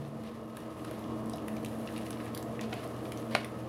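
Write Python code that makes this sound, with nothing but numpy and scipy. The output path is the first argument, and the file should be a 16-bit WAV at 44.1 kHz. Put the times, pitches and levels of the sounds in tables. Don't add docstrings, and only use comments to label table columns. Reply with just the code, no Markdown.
import sys
import numpy as np
from scipy import signal
from scipy.fft import rfft, irfft, next_fast_len
from scipy.io import wavfile
from scipy.ndimage import map_coordinates

SR = 44100
rng = np.random.default_rng(int(sys.argv[2]) if len(sys.argv) > 2 else 0)


def gain_from_db(level_db):
    decades = np.asarray(level_db, float) / 20
    return 10 ** decades


def to_wav(sig):
    pcm = np.clip(np.atleast_2d(sig), -1, 1) * 32767
    pcm = np.round(pcm).astype(np.int16)
    wavfile.write(sys.argv[1], SR, pcm.T)


N = 162288

# start_s, level_db
TREBLE = [(0.0, -70.5), (0.59, -70.5), (0.94, -64), (1.24, -69), (1.37, -67.5), (1.92, -60.5), (2.21, -65),
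          (3.1, -64.5), (3.3, -64), (3.48, -67), (3.68, -67.5)]


def unit(x):
    return x / np.sqrt(np.mean(x ** 2) + 1e-20)


def along(points, hz):
    point_hz, level_db = np.transpose(points)
    return np.interp(np.log(hz + 1), np.log(point_hz + 1), level_db, left=-120, right=-120)


def curves(rows):
    start_s, *columns = np.transpose(rows)
    return [np.interp(np.arange(N) / SR, start_s, column) for column in columns]


def wobble(rate_hz):
    knots = rng.standard_normal(int(N * rate_hz / SR) + 4)
    return map_coordinates(knots, [np.arange(N) * rate_hz / SR])


def coloured(x, spectrum):
    size = next_fast_len(len(x) + 4096)
    gain = gain_from_db(along(spectrum, np.fft.rfftfreq(size, 1 / SR)))
    return unit(irfft(rfft(x, size) * gain, size)[:len(x)])


def tone(hz, wander_hz, flutter_db):
    phase = 2 * np.pi * np.cumsum(hz + wander_hz * wobble(12)) / SR
    sine = np.sin(phase + rng.uniform(0, 2 * np.pi))
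    return np.sqrt(2) * sine * gain_from_db(flutter_db * wobble(14))


def add_at(out, start_s, sound):
    out[round(start_s * SR):][:len(sound)] += sound


def room(x):
    # pitch_hz, t60_s
    decay_times = [(400, 0.28), (2000, 0.31), (6000, 0.21), (14000, 0.28)]
    out, step = np.zeros(N + SR), SR // 5
    for i in range(0, N, step):
        hz, t, noise = signal.stft(rng.standard_normal(SR // 2), SR, nperseg=256)
        t60_s = np.interp(hz, *np.transpose(decay_times))
        tail = signal.istft(noise * gain_from_db(-60 * t / t60_s[:, None]), SR, nperseg=256)[1]
        delayed = np.pad(x[i:i + step], (150, 0))
        wet = signal.fftconvolve(delayed, tail / np.linalg.norm(tail))
        out[i:i + len(wet)] += wet
    return out[:N]


def case():
    # start_s, rumble_db (before a trim), boom_db, whine_db (unused here)
    motor_levels = [(0.0, -50, -54, -60), (0.54, -49.5, -53, -54), (1.2, -46.5, -44.5, -50),
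                    (1.67, -45.5, -46.5, -55), (2.12, -46.5, -48.5, -54.5), (2.95, -45.5, -45, -52),
                    (3.68, -47, -50, -55.5)]
    # pitch_hz, relative level_db
    rumble_spectrum = [(30, -26), (55, -5.5), (90, -2.5), (140, 1), (160, -4), (200, 2.5), (260, -2.5),
                       (370, -7), (470, 0.5), (560, -3.5), (650, 0), (760, -8.5), (850, -10), (1080, -13.5),
                       (1450, -20.5), (2200, -30), (4000, -61)]
    # multiple of the mesh rate, mean level_db
    mesh_orders = [(1, -60), (4, -52), (5, -59), (6, -57.5)]
    mesh_hz, boom_hz, boom_width_hz = 79.5, 303.5, 27
    rumble_db, boom_db, _ = curves(motor_levels)
    rumble = coloured(rng.standard_normal(N), rumble_spectrum)
    rumble *= gain_from_db(rumble_db + 3.5 + 0.8 * wobble(24.87))
    resonance = signal.iirpeak(boom_hz, boom_hz / boom_width_hz, SR)
    boom = gain_from_db(boom_db) * unit(signal.lfilter(*resonance, rng.standard_normal(N)))
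    gears = sum(gain_from_db(db) * tone(k * mesh_hz, 0.55 * k, 1.4) for k, db in mesh_orders)
    gears *= gain_from_db((boom_db - boom_db.mean()) * 0.5)
    return rumble + boom + gears


def whine():
    # start_s, rumble_db and boom_db (both unused here), whine_db
    whine_levels = [(0.0, -50, -54, -60), (0.54, -49.5, -53, -54), (1.2, -46.5, -44.5, -50),
                    (1.67, -45.5, -46.5, -55), (2.12, -46.5, -48.5, -54.5), (2.95, -45.5, -45, -52),
                    (3.68, -47, -50, -55.5)]
    # pitch_hz, mean level_db
    whine_tones = [(1075, -62), (1277, -69.5), (2870, -74)]
    # pitch_hz, relative level_db
    upper_case = [(900, -7), (1080, -0.5), (1180, -3), (1280, 0.5), (1450, -40)]
    whine_db = curves(whine_levels)[2]
    tones = sum(gain_from_db(db) * tone(hz, 6, 2.3) for hz, db in whine_tones)
    noise = coloured(rng.standard_normal(N), upper_case)
    return gain_from_db(whine_db - whine_db.mean()) * tones + gain_from_db(whine_db - 3) * noise


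def motor():
    # start_s, level_db
    hum_levels = [(0.0, -55), (0.6, -53.5), (0.89, -51), (1.31, -45.5), (1.35, -57), (1.46, -49.5),
                  (3.68, -46)]
    # start_s, level_db
    tone_levels = [(0.0, -48.5), (0.39, -44), (0.59, -53.5), (1.23, -39.5), (1.35, -46), (1.52, -40.5),
                   (1.98, -41.5), (2.09, -47.5), (2.68, -44), (2.75, -58), (3.3, -42), (3.68, -55)]
    (hum_db,), (tone_db,) = curves(hum_levels), curves(tone_levels)
    hum = gain_from_db(hum_db) * tone(119.8, wander_hz=1.26, flutter_db=0.7)
    motor_tone = gain_from_db(tone_db) * tone(223.9, wander_hz=2.6, flutter_db=2.5)
    low_hz, low_db, low_t60_s = 142.3, -37.5, 0.98
    t = np.arange(N) / SR
    low_tone = gain_from_db(low_db - 60 * t / low_t60_s) * np.sin(2 * np.pi * low_hz * t)
    return hum + motor_tone + low_tone


def grit():
    grains_per_s, spread_db, grain_db, grain_t60_s = 400, 4.5, -10, 0.011
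    sizes = gain_from_db(spread_db * rng.exponential(size=N).clip(0, 4))
    cracks = (rng.random(N) < grains_per_s / SR) * sizes
    burst = gain_from_db(-60 * np.arange(300) / SR / grain_t60_s)
    swells = unit(np.convolve(cracks, burst)[:N])
    return rng.standard_normal(N) * (1 + gain_from_db(grain_db) * swells)


def tearing():
    # start_s, level_db
    body_levels = [(0.0, -62), (0.62, -60.5), (0.94, -58), (1.22, -61), (2.03, -55), (2.43, -58.5),
                   (2.72, -57.5), (3.68, -58)]
    # pitch_hz, relative level_db
    body_spectrum = [(760, -19), (1300, 0.5), (1410, -14.5), (1740, -3), (2160, -10), (2820, -9),
                     (3210, -10.5), (8000, -24.5), (10400, -53)]
    fizz_spectrum = [(3000, -30), (5500, -7.5), (7710, -7), (10100, 2), (12400, -3), (15200, -11),
                     (16000, -4)]
    (body_db,), (fizz_db,) = curves(body_levels), curves(TREBLE)
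    clump = gain_from_db(0.9 * wobble(12) + 1.4 * wobble(45))
    body = gain_from_db(body_db) * coloured(clump * grit(), body_spectrum)
    fizz = gain_from_db(fizz_db + 1.2 * wobble(22.24)) * coloured(clump * grit(), fizz_spectrum)
    return body + fizz


def scuffs():
    # start_s, level_db, length_s of the fall
    scuff_events = [(0.234, -56.5, 0.087), (0.84, -56, 0.15), (1.96, -51, 0.046), (2.194, -52, 0.03),
                    (2.61, -47, 0.043), (2.723, -43.5, 0.013), (2.739, -51.5, 0.14), (3.307, -45.5, 0.04),
                    (3.342, -45.5, 0.092)]
    # pitch_hz, relative level_db
    scuff_spectrum = [(700, -14), (1100, 2), (2200, 4), (4500, -2), (7000, -17), (10500, -14), (15000, -26)]
    rise_s, rustle_db = 0.0051, 2.5
    t = np.arange(N) / SR
    swell = np.zeros(N)
    for start_s, db, length_s in scuff_events:
        rise = np.clip((t - start_s) / rise_s, 0, 1)
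        fall = np.exp(-(np.clip(t - start_s, 0, None) / length_s) ** 2)
        swell += gain_from_db(db) * rise * fall
    return swell * coloured(gain_from_db(rustle_db * wobble(120)) * grit(), scuff_spectrum)


def thuds():
    # start_s, level_db (before a trim and the soft edge), pitch_hz
    thud_events = [(0.913, -30.5, 584), (1.104, -33, 650), (1.167, -32, 640), (1.335, -31, 672),
                   (1.71, -34, 552), (2.726, -28.5, 723), (2.852, -30, 657), (3.316, -27, 553)]
    trim_db, t60_s, rise_s = 0.5, 0.035, 0.0015
    out, t = np.zeros(N + SR), np.arange(SR // 20) / SR
    for start_s, db, hz in thud_events:
        envelope = gain_from_db(db + trim_db - 60 * t / t60_s) * (1 - np.exp(-t / rise_s))
        add_at(out, start_s, envelope * np.sin(2 * np.pi * hz * t))
    return out[:N]


def folds():
    # start_s, level_db (before a trim and the soft edge), pitch_hz
    fold_events = [(0.05, -48, 2580), (0.2744, -46, 2850), (0.5708, -36, 1620), (0.8485, -40, 1470),
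                   (0.9126, -41, 1520), (1.041, -46, 2940), (1.3357, -38, 3850), (1.3826, -45.5, 2980),
                   (1.483, -37, 1890), (1.5678, -44, 2400), (1.6474, -38, 2700), (1.66, -38.5, 3320),
                   (1.8743, -36, 2720), (1.8885, -40.5, 1980), (1.962, -38, 2800), (1.979, -44.5, 2760),
                   (2.065, -38.5, 2880), (2.107, -39, 1560), (2.129, -40, 3120), (2.1728, -44, 2350),
                   (2.2018, -40, 1490), (2.2652, -43, 1830), (2.349, -41, 3420), (2.3677, -41, 1560),
                   (2.3758, -39, 3060), (2.4264, -42.5, 1790), (2.593, -37, 1910), (2.6132, -42.5, 3470),
                   (2.6476, -45, 2750), (2.727, -37, 1400), (2.7305, -31.5, 2520), (2.7355, -41, 1800),
                   (3.0545, -43, 2430), (3.1204, -37, 2350), (3.445, -33.5, 2000)]
    trim_db, t60_s, rise_s = -0.5, 0.014, 0.00023
    noise_db, spread_octaves = -1, 0.75
    out, t = np.zeros(N + SR), np.arange(SR // 20) / SR
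    for start_s, db, hz in fold_events:
        around = [(hz * 2 ** (k * spread_octaves), -5 * k * k) for k in range(-3, 4)]
        noise = coloured(rng.standard_normal(len(t)), around)
        knock = np.sin(2 * np.pi * hz * t) + gain_from_db(noise_db) * noise
        envelope = gain_from_db(db + trim_db - 60 * t / t60_s) * (1 - np.exp(-t / rise_s))
        add_at(out, start_s, envelope * knock)
    return out[:N]


def crease_noise(hz, size):
    # pitch_hz, relative level_db
    crease_spectrum = [(1800, -1), (4500, 1), (7300, -3.5), (10000, 0), (16000, -5)]
    lift_db, spread_octaves = 8, 0.25
    grid_hz = np.geomspace(crease_spectrum[0][0], crease_spectrum[-1][0], num=40)
    lift = lift_db * np.exp(-(np.log2(grid_hz / hz) / spread_octaves) ** 2)
    spectrum = np.transpose([grid_hz, along(crease_spectrum, grid_hz) + lift])
    return coloured(rng.standard_normal(size), spectrum)


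def ticks():
    ticks_per_s, over_treble_db, spread_db = 55, 8, 3
    when, pitch, size = rng.random((round(ticks_per_s * N / SR), 3)).T
    start_s = when * N / SR
    level_db = np.interp(start_s, *np.transpose(TREBLE)) + over_treble_db
    level_db -= spread_db * np.log(size + 0.05)
    return list(zip(start_s, level_db, 2000 * 7 ** pitch))


def creases():
    # start_s, level_db (before a trim), pitch_hz
    crease_events = [(0.236, -47, 9510), (0.5693, -33.5, 9800), (0.848, -39.5, 9490),
                     (0.9113, -40.5, 10700), (0.9931, -42.5, 11900), (1.259, -44, 9630), (1.297, -36, 9050),
                     (1.3336, -42, 5760), (1.359, -43, 10700), (1.3724, -44, 9800), (1.4814, -32.5, 10600),
                     (1.5658, -41, 5580), (1.648, -31.5, 9780), (1.6607, -43, 11800), (1.685, -44, 9470),
                     (1.9784, -39, 9920), (2.1063, -31, 9790), (2.3482, -30, 11400), (2.3758, -31, 11100),
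                     (2.4266, -36.5, 7000), (2.6113, -33, 6840), (2.739, -38, 10500), (2.8754, -41.5, 9780),
                     (3.1208, -33, 10500), (3.1743, -37.5, 5860), (3.3864, -46, 5110), (3.447, -35, 9900)]
    trim_db, t60_s = -5.5, 0.013
    out, t = np.zeros(N + SR), np.arange(SR // 20) / SR
    for start_s, db, hz in list(crease_events) + ticks():
        envelope = gain_from_db(db + trim_db - 60 * t / t60_s)
        add_at(out, start_s, envelope * crease_noise(hz, len(t)))
    return out[:N]


def slap():
    # start_s, level_db
    contacts = [(3.3506, -14), (3.3533, -17.5), (3.362, -30)]
    # pitch_hz, relative level_db, t60_s
    lid_modes = [(600, -2, .018), (1000, -5, .012), (1450, -4, .008), (2250, 1.5, .006), (2900, -5, .004)]
    # pitch_hz, relative level_db
    crack_spectrum = [(400, -19), (800, 1), (1800, -6), (4000, 1), (6000, -16), (8000, -22), (9800, -11.5),
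                      (12000, -34)]
    crack_db, crack_t60_s, rise_s = -3.5, 0.007, 0.00012
    out, t = np.zeros(N + SR), np.arange(SR // 10) / SR
    ring = np.zeros(len(t))
    for k, (hz, db, t60_s) in enumerate(lid_modes):
        ring += (-1) ** k * gain_from_db(db - 60 * t / t60_s) * np.sin(2 * np.pi * hz * t)
    rise = 1 - np.exp(-(t / rise_s) ** 2)
    for start_s, db in contacts:
        noise = coloured(rng.standard_normal(len(t)), crack_spectrum)
        crack = gain_from_db(crack_db - 60 * t / crack_t60_s) * noise
        add_at(out, start_s, gain_from_db(db) * (ring + crack) * rise)
    return out[:N]


def scene():
    machine = case() + whine() + motor()
    paper = tearing() + scuffs()
    snaps, hit = thuds() + folds() + creases(), slap()
    snap_send_db, slap_send_db = -6, -10
    wet = room(gain_from_db(snap_send_db) * snaps + gain_from_db(slap_send_db) * hit)
    return (machine + paper + snaps + hit + wet)[None]


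def low_pass(x):
    return signal.sosfilt(signal.butter(12, 16500, fs=SR, output="sos"), x)


def record(dry):
    low_hz, top_hz = 45, 15800
    hz = np.fft.rfftfreq(N, 1 / SR)
    low_cut = hz ** 2 / (hz ** 2 + low_hz ** 2)
    top_cut = 1 / (1 + (hz / top_hz) ** 40)
    mix = irfft(rfft(dry) * low_cut * top_cut, N)
    return low_pass(mix)


dry = scene()
out = record(dry)
to_wav(out)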